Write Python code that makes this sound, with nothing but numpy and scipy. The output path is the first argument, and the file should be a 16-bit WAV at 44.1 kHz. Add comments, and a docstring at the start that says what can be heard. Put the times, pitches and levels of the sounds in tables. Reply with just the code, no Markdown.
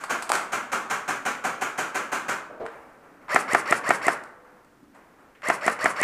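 """Rapid clacks echo round a bare concrete room: electric airsoft rifles are firing on full auto.
A far rifle fires a long burst, heard mostly as echo; then a near one fires two short bursts.
For each shot, gears wind a spring with a rising whine, then a piston slips free and slams home.
Small knocks, clicks and a scuff fall in between, over a faint wash of noise from outdoors."""
import sys
import numpy as np
from scipy import signal
from scipy.fft import rfft, irfft
from scipy.io import wavfile
from scipy.ndimage import uniform_filter1d

SR = 44100
rng = np.random.default_rng(int(sys.argv[2]) if len(sys.argv) > 2 else 0)


def digitize_waveform(pressure):
    """Quantize a signal to 16-bit integers and store it at the path in sys.argv[1].

    Rows of a 2-D input are taken as channels; values are limited to [-1, 1].
    """
    field = np.atleast_2d(pressure).T
    bounded = np.clip(field, -1, 1)
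    quanta = np.round(bounded * 32767).astype(np.int16)
    wavfile.write(sys.argv[1], SR, quanta)


N = 265993

# the dull tone of far-off noises and echoes: f/Hz, level/dB
DULL_TONE = [(100, -12), (300, 2), (600, 4), (1500, 0.5), (2400, -9), (3600, -28.5), (9000, -28.5),
             (15000, -34.5)]


def amp(db):
    """Turns decibels into a factor to multiply a sound by."""
    return 10 ** (np.asarray(db) / 20)


def unit_level(x):
    """Scales a sound to an average (rms) level of 1."""
    return x / np.sqrt(np.mean(x ** 2) + 1e-20)


def unit_energy(x):
    """Scales a short sound to the energy of 10 ms at level 1."""
    return x / np.sqrt(np.sum(x ** 2) / (.01 * SR) + 1e-20)


def look_up(points, hz):
    """Reads between the rows of a table, on a log-frequency axis."""
    f, value = np.transpose(points)
    return np.interp(np.log(hz + 1), np.log(f + 1), value)


def add(mix, s, sound):
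    """Mixes a sound in at s seconds."""
    part = mix[max(round(s * SR), 0):][:len(sound)]
    part += sound[:len(part)]


def colour(x, tone, size=4096):
    """Filters a sound to the given tone, with no ringing ahead of it."""
    log_gain = np.log(amp(look_up(tone, abs(np.fft.fftfreq(size, 1 / SR)))))
    taps = np.fft.ifft(np.exp(np.conj(signal.hilbert(log_gain)))).real[:size // 2]
    return signal.fftconvolve(x, taps)[:len(x)]


def noise(tone, count):
    """Steady noise with the given tone."""
    return unit_level(colour(rng.standard_normal(count), tone))


def wobble(count, smooth):
    """A random wavering, smoothed over `smooth` samples."""
    return unit_level(uniform_filter1d(rng.standard_normal(count), size=smooth))


def flatten(x):
    """Makes all frequencies equally strong."""
    return irfft(np.exp(1j * np.angle(rfft(x))))


def blow(rise, hold, t60, size=4096, passes=8):
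    """A spray of hard contacts swells, holds, then fades by 60 dB in t60 (all in seconds)."""
    t = np.arange(size) / SR
    shape = np.minimum((t + 1 / SR) / rise, 1) * amp(-60 * np.maximum(t - rise - hold, 0) / t60)
    x = shape * rng.standard_normal(size)
    for _ in range(passes):
        x = flatten(x) * shape ** (1 / passes)
    return unit_energy(x)


def hit(tone, **shape):
    """A blow that takes on the tone of the part it strikes."""
    return unit_energy(colour(blow(**shape), tone))


def ring(hz, t60, size=SR // 2):
    """One pure note that dies away."""
    t = np.arange(size) / SR
    return unit_energy(np.sin(2 * np.pi * hz * t) * amp(-60 * t / t60))


def outdoors(wash_db=-60, rise_s=0.023, fall_db_per_s=36, sag_hz_per_s=56, waver_hz=12):
    """A dull wash through the window, far-off noises that swell, and faint hums that sink in pitch."""
    # the steady wash: f/Hz, level/dB
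    wash_tone = [(25, -3.5), (50, -4.5), (90, -3.5), (150, -1), (290, 3.5), (400, -1.5), (700, -9.5),
                 (1500, -8.5), (2400, -17), (3600, -21.5), (8000, -24.5), (15000, -29)]
    # far-off noises: t/s, level/dB
    swells = [(2.7, -44), (3.02, -51.5), (3.2, -52), (4.439, -53.5), (4.93, -51), (5.17, -54)]
    # low hums: t/s, length/s, starting f/Hz, level/dB
    hums = [(2.999, 0.28, 285, -57.5), (4.2, .46, 516, -62), (4.599, 0.44, 295, -61)]
    out = amp(wash_db) * noise(wash_tone, N)
    t = np.arange(SR) / SR
    for s, db in swells:
        shape = np.minimum(t / rise_s, 1) * amp(db - fall_db_per_s * t)
        add(out, s, shape * noise(DULL_TONE, len(t)))
    for s, length, hz, db in hums:
        pitch = hz - sag_hz_per_s * t + waver_hz * wobble(len(t), smooth=600)
        shape = amp(db) * np.sin(np.pi * np.minimum(t / length, 1) ** 2)
        add(out, s, shape * np.sqrt(2) * np.sin(2 * np.pi * np.cumsum(pitch) / SR))
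    return out


def building_echo(x, level_db=-21, t60=1.63, rise_s=0.023):
    """The rooms beyond send back a long, faint, dull echo."""
    t = np.arange(2 * SR) / SR
    tail = noise(DULL_TONE, len(t)) * amp(-60 * t / t60) * np.minimum(t / rise_s, 1)
    return amp(level_db) * signal.fftconvolve(x, tail / np.linalg.norm(tail))[:N]


def room_echo(x, build_s=0.0087, step_s=.21, patterns=7, echoes_per_s=5000):
    """Dense echoes off bare walls; their pattern drifts as the listener moves."""
    # how long the echoes last: f/Hz, t60/s
    fade_times = [(120, 0.78), (500, 0.6), (1400, 0.51), (2800, 0.47), (7000, 0.37), (14000, 0.34)]
    # notes the room rings at (standing waves): f/Hz, level/dB, t60/s
    room_notes = [(127.5, -20, 0.24), (233.5, -26, 0.69), (299, -25, 0.12), (394, -24, 0.32),
                  (442, -26.5, 0.26), (497.6, -29, 1.8), (1323, -33, 1.2)]
    size, wet = SR * 3 // 4, np.zeros(N)
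    ringing = sum(amp(db) * ring(hz, t60, size) for hz, db, t60 in room_notes)
    ringing /= np.linalg.norm(ring(room_notes[0][0], 1))
    for k in range(patterns):
        echoes = rng.choice([-1., 1.], size) * (rng.random(size) < echoes_per_s / SR)
        hz, t, bands = signal.stft(echoes, SR, nperseg=256)
        fade = amp(-60 * t / look_up(fade_times, hz)[:, None])
        tail = signal.istft(bands * fade, SR, nperseg=256)[1][:size]
        tail *= np.minimum(np.arange(size) / SR / build_s, 1)
        # each pattern fades into the next
        share = np.sin(np.pi / 2 * np.minimum((np.arange(N) / SR / step_s - k) % patterns, 2))
        wet += signal.fftconvolve(x * share, tail / np.linalg.norm(tail))[:N]
    return wet + signal.fftconvolve(x, ringing)[:N]


def scuff(rise_s=0.0063, sag_db_per_s=79, stop_t60=0.12, room_db=-12):
    """The shooter steps to the window: rubbing stirs two hollow notes, eases off and stops."""
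    # the hollow notes: f/Hz, level/dB, t60/s
    notes = [(470, 0.5, 0.036), (615, -2, 0.029)]
    # the rubbing strokes: t/s, length/s, level/dB
    strokes = [(2.494, 0.13, -41.5), (2.598, 0.064, -31.5)]
    body = sum(amp(db) * ring(hz, t60) for hz, db, t60 in notes)
    t, level = np.arange(SR // 2) / SR, np.zeros(N)
    for s, length, db in strokes:
        fade_db = sag_db_per_s * t + 60 * np.maximum(t - length, 0) / stop_t60
        add(level, s, np.minimum(t / rise_s, 1) * amp(db - fade_db))
    rubbing = noise([(60, -19.0), (300, -8.5), (1500, 2), (5000, -2)], N)
    out = level * unit_level(signal.fftconvolve(rubbing, body)[:N])
    return out, amp(room_db) * out


def knocks(room_db=-4):
    """Each nearby knock is a short, loosely pitched body with a bright click on top; the row at 0.352 s is a
    bright echo, built the same way."""
    # the knocks, and one bright echo at 0.352 s: t/s, body level/dB, body f/Hz, t60/s, click level/dB
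    events = [(0.0377, -29.5, 1170, 0.06, -41), (0.2228, -34, 960, 0.072, -36),
              (0.2926, -31, 1290, 0.032, -31.5), (0.3, -21, 824, 0.024, -40),
              (0.3179, -19, 1150, 0.0011, -26.5), (0.3238, -37, 1310, 0.033, -50),
              (.352, -27, 1600, 0.056, -31.5), (2.654, -38, 905, 0.053, -62),
              (2.663, -35.5, 1410, .03, -55), (3.2825, -38, 1100, 0.032, -68),
              (4.2363, -52, 736, 0.022, -53.5), (4.6469, -75, 1390, 0.023, -69),
              (4.828, -53.5, 236, .03, -80.5), (4.946, -55, 1400, 0.2, -65), (5.35, -53.5, 1870, 0.21, -82),
              (5.4196, -44.5, 1590, 0.03, -63)]
    # the bright click: f/Hz, level/dB
    click_tone = [(500, -21), (2500, 10.5), (3400, 2.5), (4600, 8.5), (6000, 2), (8200, 11.5),
                  (11000, -0.5), (15000, -13)]
    out = np.zeros(N)
    for s, db, hz, t60, click_db in events:
        body_tone = [(hz / 10, -42), (hz / 2, -13), (hz, 0),
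                     (hz * 1.35, -6), (hz * 3, -30), (hz * 10, -55)]
        add(out, s, amp(db) * hit(body_tone, rise=0.00024, hold=0.00025, t60=t60, size=8192))
        add(out, s, amp(click_db) * hit(click_tone, rise=0.00073, hold=0.00071, t60=t60))
    return out, amp(room_db) * out


def far_clack():
    """The first faint arrival is overtaken by stronger ones off the nearby walls."""
    return 0.44 * blow(rise=0.00045, hold=.008, t60=0.03) + blow(rise=.012, hold=0.0049, t60=0.0449)


def far_rifle(direct_db=-3.5, knock_db=-1, knock_hz=760, knock_delay_s=0.0035, knock_s=0.024,
              facing_s=1.54, turn_db_per_s=16, fresh=0.49):
    """A smeared clack for each shot; its hollow knock is loudest as the listener turns to face it."""
    # the long burst: t/s, level/dB
    shots = [(0, -36), (0.0952, -19.5), (.324, -20.5), (0.5204, -20), (0.7179, -20), (0.899, -20),
             (1.0783, -20.5), (1.2517, -20), (1.4392, -20.5), (1.61, -21), (1.7767, -20), (1.9445, -20.5),
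             (2.1173, -20.5), (2.2815, -20.5)]
    # the far clack: f/Hz, level/dB
    clack_tone = [(40, -37), (80, -35), (125, -17), (250, -8.5), (550, -5), (950, -1.5), (1150, 1.5),
                  (1550, 3.5), (1850, -5), (2300, -4), (3500, -17.5), (4900, -20), (6800, -12.5),
                  (8500, -18), (10500, -24), (15000, -32.5)]
    direct, to_room = np.zeros((2, N))
    t = np.arange(0, knock_s, 1 / SR)
    knock = unit_energy(np.sin(2 * np.pi * knock_hz * t) * np.hanning(len(t)))  # barrel air rings
    clack = far_clack()
    for s, db in shots:
        clack = unit_energy(clack + fresh * far_clack())  # the sound's paths change a little
        add(direct, s, amp(db + direct_db) * unit_energy(colour(clack, clack_tone)))
        turned_away_db = turn_db_per_s * abs(s - facing_s)
        add(direct, s + knock_delay_s, amp(db + knock_db - turned_away_db) * knock)
        add(to_room, s, amp(db) * unit_energy(colour(far_clack(), clack_tone)))
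    return direct, to_room


# one shot: the motor winds the spring, the piston flies, the gears run on after the slam
WIND_S, FLIGHT_S, FREE_S = .055, .0155, 0.053


def motor(t, start_hz=724.5, top_hz=2007, engage_s=0.0018, unload_s=0.0075,
          brake_hz_per_s=15000, brake_db_per_s=597.5):
    """Pitch and loudness climb as the motor winds and drop as it brakes; the slam is at t = 0."""
    # level/dB at the start, fully wound and running free
    whine_db, rattle_db, hiss_db = (-39.5, -23.5, -47), (-31, -25, -30.5), (-60.5, -39, -42)
    running_s = t + FLIGHT_S + WIND_S
    wound = np.sin(np.pi / 2 * np.clip(running_s / WIND_S, 0, 1))
    free = np.clip((t + FLIGHT_S) / unload_s, 0, 1)
    braking_s = np.maximum(t - FREE_S, 0)
    tooth_hz = start_hz + (top_hz - start_hz) * wound - brake_hz_per_s * braking_s
    gate = np.clip(running_s / engage_s, 0, 1) * amp(-brake_db_per_s * braking_s)
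    gains = [gate * amp((1 - free) * (start_db + (wound_db - start_db) * wound) + free * free_db)
             for start_db, wound_db, free_db in (whine_db, rattle_db, hiss_db)]
    return tooth_hz, tooth_hz / top_hz, *gains


def gearbox(slow_ratio=.31, slow_db=-5, flutter=0.008, speed_spread=.02,
            rasp_db=-14, slide_db=-19, chatter_db=3):
    """Meshing teeth whine over the rattle of the gears and the scrape of the spring."""
    # ringing of the spring and gears: f/Hz, level/dB, t60/s
    metal_notes = [(4610, -2.5, .012), (5370, -1, 0.0066), (5850, -17, .008), (7170, -5, .005)]
    # the rattling gears: f/Hz, level/dB
    gear_tone = [(50, -35), (140, -12), (380, -20.5), (600, 3.5), (850, -5.5), (1150, 6.5), (1450, -4.5),
                 (2100, 2.5), (2700, -8), (3600, -21.5), (15000, -57)]
    # the scraping hiss: f/Hz, level/dB
    hiss_tone = [(1500, -41), (3600, -4), (4500, -0.5), (6200, 2.5), (8000, 4), (10500, 0.5), (15000, -15)]
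    t = np.arange(-FLIGHT_S - WIND_S, 2 * FREE_S, 1 / SR)
    tooth_hz, pace, whine_gain, rattle_gain, hiss_gain = motor(t)
    waver, chatter = wobble(len(t), smooth=150), wobble(len(t), smooth=150)
    speed = 1 + speed_spread * rng.standard_normal() + flutter * waver  # no two shots run alike
    angle = 2 * np.pi * np.cumsum(tooth_hz * speed) / SR
    slow_gear = amp(slow_db) * pace ** 2 * np.sin(slow_ratio * angle)  # it sings only at speed
    whine = np.sqrt(2) * (np.sin(angle) + slow_gear)
    # each tooth of the slow gear scrapes once, unevenly
    scrapes = (1 + np.cos(slow_ratio * angle)) * amp(chatter_db * chatter)
    metal = sum(amp(db) * ring(hz, t60, size=2048) for hz, db, t60 in metal_notes)
    rasp = unit_level(signal.fftconvolve(scrapes * rng.standard_normal(len(t)), metal)[:len(t)])
    rattle = noise(gear_tone, len(t))
    hiss = unit_level(scrapes * noise(hiss_tone, len(t)))
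    slide = amp(slide_db) * np.maximum(1 - abs(t) / FLIGHT_S, 0)  # the piston rubs, most as it lands
    return t[0], (whine_gain * whine + (rattle_gain + slide) * rattle
                  + rattle_gain * amp(rasp_db) * rasp + hiss_gain * hiss)


def piston(rebound_db=-1, fade_s=.008):
    """The piston lands hard, then its head chatters for a few milliseconds."""
    landing = blow(rise=0.0003, hold=0.00076, t60=0.002)
    chatter = amp(rebound_db) * blow(rise=0.0011, hold=0.00224, t60=0.0079)
    fade = np.exp(-np.arange(len(landing)) / (fade_s * SR))
    return unit_energy(flatten(landing + chatter) * fade)


def near_rifle(snap_db=-12, rattle_db=-9, pop_db=-9.0, spring_db=-33, spring_delay_s=.022,
               vary_db=-12, room_db=-7):
    """Gears wind, the piston snaps free and slams the cylinder's end; parts rattle, the spring buzzes."""
    # the two bursts: slam t/s, slam level/dB, gear level/dB
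    shots = [(3.3605, -12.5, -3.5), (3.548, -13, -4.5), (3.7247, -13.5, -5), (3.9059, -13, -5),
             (4.082, -14, -6.5), (5.5002, -15.5, -6.5), (5.6791, -15, -7), (5.8578, -14.5, -5.5),
             (6.029, -15.5, -5.5)]
    # the piston slipping off its gear: f/Hz, level/dB
    snap_tone = [(60, -30), (130, -9.5), (230, -2), (430, 1), (750, -5.5), (3300, -31), (4500, -25),
                 (6000, -22), (7800, -10.5), (10000, -21.5), (15000, -40.5)]
    # the piston's slam: f/Hz, level/dB
    slam_tone = [(40, -39), (130, -24.5), (250, -10.5), (430, -1), (550, -7), (690, 9.5), (920, -2),
                 (1100, -3.5), (1350, 7), (1550, -3), (1900, 9), (2150, -4.5), (2600, -11.5), (3600, -28),
                 (8000, -24.5), (11000, -34), (15000, -46.5)]
    # the rattle and the muzzle's pop: f/Hz, level/dB
    rattle_tone = [(50, -40.5), (130, -14), (400, -2), (650, -1.5), (1100, 2), (1450, 4.5), (2000, -2.5),
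                   (2600, -10.5), (3600, -23.5), (8000, -25), (15000, -41.5)]
    # the freed spring's buzz: f/Hz, level/dB
    spring_tone = [(2500, -27.5), (5000, -2.5), (8000, 5), (10500, 2.5), (12500, -14), (15000, -22)]
    works, thump, pop = np.zeros((3, N))
    shell = amp(-22) * ring(hz=1345, t60=.08, size=4096)
    usual_slam = piston()
    for s, db, gear_db in shots:
        gear_offset_s, gears = gearbox()
        add(works, s + gear_offset_s, amp(gear_db) * gears)
        slam = colour(usual_slam + amp(vary_db) * piston(), slam_tone)  # each differs a little
        add(thump, s, amp(db) * unit_energy(slam))
        snap = hit(snap_tone, rise=0.00072, hold=0.0013, t60=0.011)
        add(works, s - FLIGHT_S, amp(db + snap_db) * snap)
        rattle = hit(rattle_tone, rise=0.0038, hold=0.0051, t60=0.039)
        add(works, s, amp(db + rattle_db) * rattle + amp(db) * shell)
        buzz = hit(spring_tone, rise=0.015, hold=0.016, t60=0.098, size=8192)
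        add(works, s + spring_delay_s, amp(gear_db + spring_db) * buzz)
        add(pop, s, amp(db + pop_db) * hit(rattle_tone, rise=.001, hold=0.0018, t60=0.013))
    shaded = colour(works, [(2000, -5), (6000, -8.5), (12000, -8.0)])  # the shooter blocks some treble
    # the stock's boxy thump is heard only close by; the muzzle's pop fills the room
    return works + thump, pop + amp(room_db) * shaded


def scene():
    """Each indoor source gives its direct sound and what it sends into the room to echo."""
    direct, to_room = np.sum([far_rifle(), near_rifle(), knocks(), scuff()], axis=0)
    return (direct + room_echo(to_room) + building_echo(to_room) + outdoors())[None]


def record(dry, cutoff_hz=15400):
    """The loudest peaks clip, then the highest treble is cut off."""
    lowpass = signal.firwin(511, cutoff_hz, window=("kaiser", 9), fs=SR)
    return signal.oaconvolve(np.clip(dry, -1, 1), lowpass[None], "same")


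dry = scene()
out = record(dry)
digitize_waveform(out)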